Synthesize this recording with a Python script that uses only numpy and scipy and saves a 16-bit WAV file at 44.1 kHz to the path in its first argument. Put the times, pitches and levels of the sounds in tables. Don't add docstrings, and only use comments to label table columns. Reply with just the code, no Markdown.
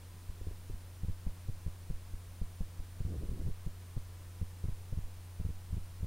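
import sys
import numpy as np
from scipy import signal
from scipy.fft import rfft, irfft
from scipy.io import wavfile
from scipy.ndimage import uniform_filter1d

SR = 44100
rng = np.random.default_rng(int(sys.argv[2]) if len(sys.argv) > 2 else 0)


def persist_wave(psi):
    counts = np.round(np.clip(psi, -1, 1) * 32767).astype(np.int16)
    wavfile.write(sys.argv[1], SR, np.atleast_2d(counts).T)


N = 267246
TIME = np.arange(N) / SR


def gain(db):
    return 10 ** (np.asarray(db) / 20)


def unit_level(x):
    return x / np.sqrt(np.mean(x ** 2))


def cut(x, hz, kind, order=2):
    return signal.sosfilt(signal.butter(order, hz, kind, fs=SR, output="sos"), x)


def wander(per_second):
    step = int(SR / per_second)
    held = np.repeat(rng.standard_normal(N // step + 1), step)
    return 1.31 * uniform_filter1d(uniform_filter1d(held, step), step)[:N]


def noise(points):
    hz, db = np.transpose(points)
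    bin_hz = np.maximum(np.arange(N // 2 + 1) * SR / N, 1)
    shape = gain(np.interp(np.log(bin_hz), np.log(hz), db)) * np.sqrt(SR / 2)
    return irfft(rfft(rng.standard_normal(N)) * shape, N)


# pitch in Hz, average level in dB.
HUM_TONES = [(90.0, -49), (166.6, -70), (500.5, -83), (920.5, -90), (1002, -78.5), (1082, -84.5),
             (1169.5, -89)]
def appliance_hum(waver_db=1.02):
    out = np.zeros(N)
    for hz, db in HUM_TONES:
        level = gain(db + waver_db * wander(1.43))
        out += np.sqrt(2) * level * np.sin(2 * np.pi * hz * TIME)
    return out


def electrical_whine(pitch_hz=9303, db=-74.0, drift_hz=17, tremble_hz=31, flicker_db=1.0):
    hz = pitch_hz + drift_hz * wander(2.8) + tremble_hz * wander(130)
    level = gain(db + flicker_db * wander(19))
    return np.sqrt(2) * level * np.sin(2 * np.pi * np.cumsum(hz) / SR)


# pitch in Hz, level in dB per Hz.
MIDDLE_NOISE = [(20, -71), (50, -75), (90, -82.5), (220, -90), (500, -94.5), (1500, -99.5), (3000, -102.8),
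                (6000, -105.1), (15000, -107.6)]
# pitch in Hz, level in dB per Hz.
SIDE_NOISE = [(50, -109), (130, -113), (250, -110.5), (500, -112.2), (2500, -116), (9000, -117),
              (14000, -114.5)]
def room_hiss():
    middle, side = noise(MIDDLE_NOISE), noise(SIDE_NOISE)
    return np.array([middle + side, middle - side])


def push(start, rise_s, release=1.483):
    return np.interp((TIME - start) / rise_s, [0, 1, 1 + release], [0, 1, 0])


# pitch in Hz, width in Hz, level in dB next to the push.
BODY_MODES = [(181, 36, -4), (420, 12, -15)]
def body_thud(force, skin_hz):
    ringing = np.zeros(N)
    for hz, width_hz, db in BODY_MODES:
        ringing += gain(db) * signal.lfilter(*signal.iirpeak(hz, hz / width_hz, SR), force)
    return cut(force + ringing, skin_hz, "low", order=4)


def skin_slips(per_second, low_hz, skin_hz, scatter_db=2.5):
    moments = rng.random(N) < per_second / SR
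    jerks = moments * gain(scatter_db * rng.standard_normal(N))
    return unit_level(body_thud(cut(jerks, low_hz, "high"), skin_hz))


# start in seconds, strength in dB next to a full press,
# seconds until the second touch, amount of sliding from 0 to 1.
KNOCKS = [(.291, -7.5, .004, 0), (.411, -12.5, 0.0012, 1), (.468, -4.5, 0.0125, 1),
          (.510, -15, 0.0011, 0.9), (.697, -5.5, 0.0079, 1), (0.735, -8.5, 0.0046, 0), (1.032, 0, 0.012, 0),
          (1.082, -0.5, 0.012, .2), (1.265, 1, 0.0041, 0), (1.485, -0.5, 0.0083, 0.15),
          (1.662, -0.5, 0.014, 0.15), (1.899, -0.5, 0.0062, 0), (2.135, -6.5, 0.0045, 0.34),
          (2.414, -0.5, 0.0045, 0.15), (2.605, 0.5, 0.0046, 0.1), (2.793, -6.5, 0.0039, 0.07),
          (3.003, -0.5, 0.0077, 0.24), (3.049, -0.5, .0135, 0.5), (3.233, -8, 0.0051, 0.7),
          (3.286, -2.5, 0.0043, 0), (3.313, -1.5, .005, .1), (3.396, -5, 0.0033, 0.9),
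          (3.462, -1, .0065, 0.1), (3.478, -1, 0.0067, 0.15), (3.663, -0.5, 0.0063, 0.1),
          (3.965, 0.5, 0.0082, 0), (4.413, 0, 0.012, 0.1), (4.639, -0.5, 0.013, 0.3),
          (4.683, -0.5, 0.0076, 0.3), (4.924, -1, 0.0079, 0.25), (4.972, 0, 0.013, 0.16),
          (5.397, -0.5, .012, 0.2), (5.448, 0, 0.013, 0.3), (5.488, -2, 0.013, 0.1),
          (5.702, -13, 0.0035, 0), (5.727, 0, 0.013, 0.05), (5.766, -0.5, 0.011, 0.2),
          (6.001, -13, 0.0037, 0), (6.028, 0, 0.013, 0.05)]
def finger_thumps(full_press_db=-24, full_rise_s=0.003233, flat_gap_s=0.009, grit_db=-33):
    force = np.zeros(N)
    for start, strength_db, gap_s, _ in KNOCKS:
        strength = gain(strength_db)
        rise_s = full_rise_s / strength ** 0.38
        touches = push(start, rise_s) + gain(-1.04) * push(start + gap_s, rise_s)
        flatness = max(1 - gap_s / flat_gap_s, 0)
        settling = strength * gain(-1.5) * push(start + 0.01084, rise_s=0.00465)
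        rebound = gain(-8) * push(start + 0.0205, rise_s=0.0085, release=3.6)
        force += gain(full_press_db) * strength * (touches + flatness * (settling - rebound))
    grit = force * skin_slips(per_second=1300, low_hz=425, skin_hz=577)
    thumps = body_thud(force, skin_hz=520)
    return gain(grit_db) * grit - gain(0.03) * thumps


def landing_scrapes(ring_hz=345, pitch_spread=0.082, rise_s=0.0023, full_slide_db=-41):
    out = np.zeros(N)
    for start, _, _, sliding in KNOCKS:
        hz = ring_hz * (1 + pitch_spread * rng.standard_normal())
        out += sliding * push(start, rise_s) * np.sin(2 * np.pi * hz * (TIME - start))
    return gain(full_slide_db) * out


# start in seconds, peak level in dB.
LET_GOS = [(1.107, -33), (1.522, -35.5), (1.938, -33), (3.51, -32), (4.723, -32), (5.038, -32.5),
           (5.544, -38.5), (5.814, -37.5)]
def finger_lifts(settle_s=0.048, lean_db=-7, lean_ahead_s=0.018):
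    out = np.zeros(N)
    for start, db in LET_GOS:
        rise_s = 0.0021 * gain(2.2 * (-31 - db))
        age = np.clip(TIME - start, 0, 1)
        swing = (1 - np.exp(-(age / rise_s) ** 2)) * np.exp(-age / settle_s)
        lean = gain(lean_db) * push(start - lean_ahead_s, lean_ahead_s / 2)
        out += gain(db) * (swing / swing.max() - lean)
    return out


# time in seconds, level of the fine slips in dB, level of the
# shudder in dB. The two trims below are added to these levels.
FINGER_DRAG = [(3.06, -63, -46), (3.092, -49, -37), (3.166, -50, -35), (3.182, -61, -31),
               (3.234, -49.5, -41), (3.272, -61, -47), (3.328, -56, -35), (3.358, -56, -47),
               (3.388, -50.5, -43), (3.456, -58.5, -32.5), (3.504, -52, -53), (3.52, -55, -60)]
def finger_rub(shudder_hz=88, fade_s=0.015, slip_trim_db=2.0, shudder_trim_db=-5.5):
    times, slip_db, shudder_db = np.transpose(FINGER_DRAG)
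    fade_in = np.clip((TIME - times[0]) / fade_s, 0, 1)
    fade_out = np.clip((times[-1] - TIME) / fade_s, 0, 1)
    hz = shudder_hz * (1 + 0.322 * wander(90))
    phase = 2 * np.pi * np.cumsum(hz) / SR
    cycle = unit_level(np.sin(phase) + 0.34 * np.cos(2 * phase))
    shudder = cycle * gain(np.interp(TIME, times, shudder_db) + shudder_trim_db)
    slips = skin_slips(per_second=600, low_hz=120, skin_hz=415)
    slips *= gain(np.interp(TIME, times, slip_db) + slip_trim_db)
    slips *= 1 - 0.26 * cycle
    return fade_in * fade_out * (shudder + slips)


def scene():
    handling = finger_thumps() + landing_scrapes() + finger_lifts() + finger_rub()
    return handling + appliance_hum() + electrical_whine() + room_hiss()


def record(dry, leak_hz=5.1, top_hz=15750):
    sound = cut(dry, leak_hz, "high", order=1)
    top_cut = signal.ellip(12, 0.1, 80, top_hz, fs=SR, output="sos")
    return signal.sosfilt(top_cut, sound)


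dry = scene()
out = record(dry)
persist_wave(out)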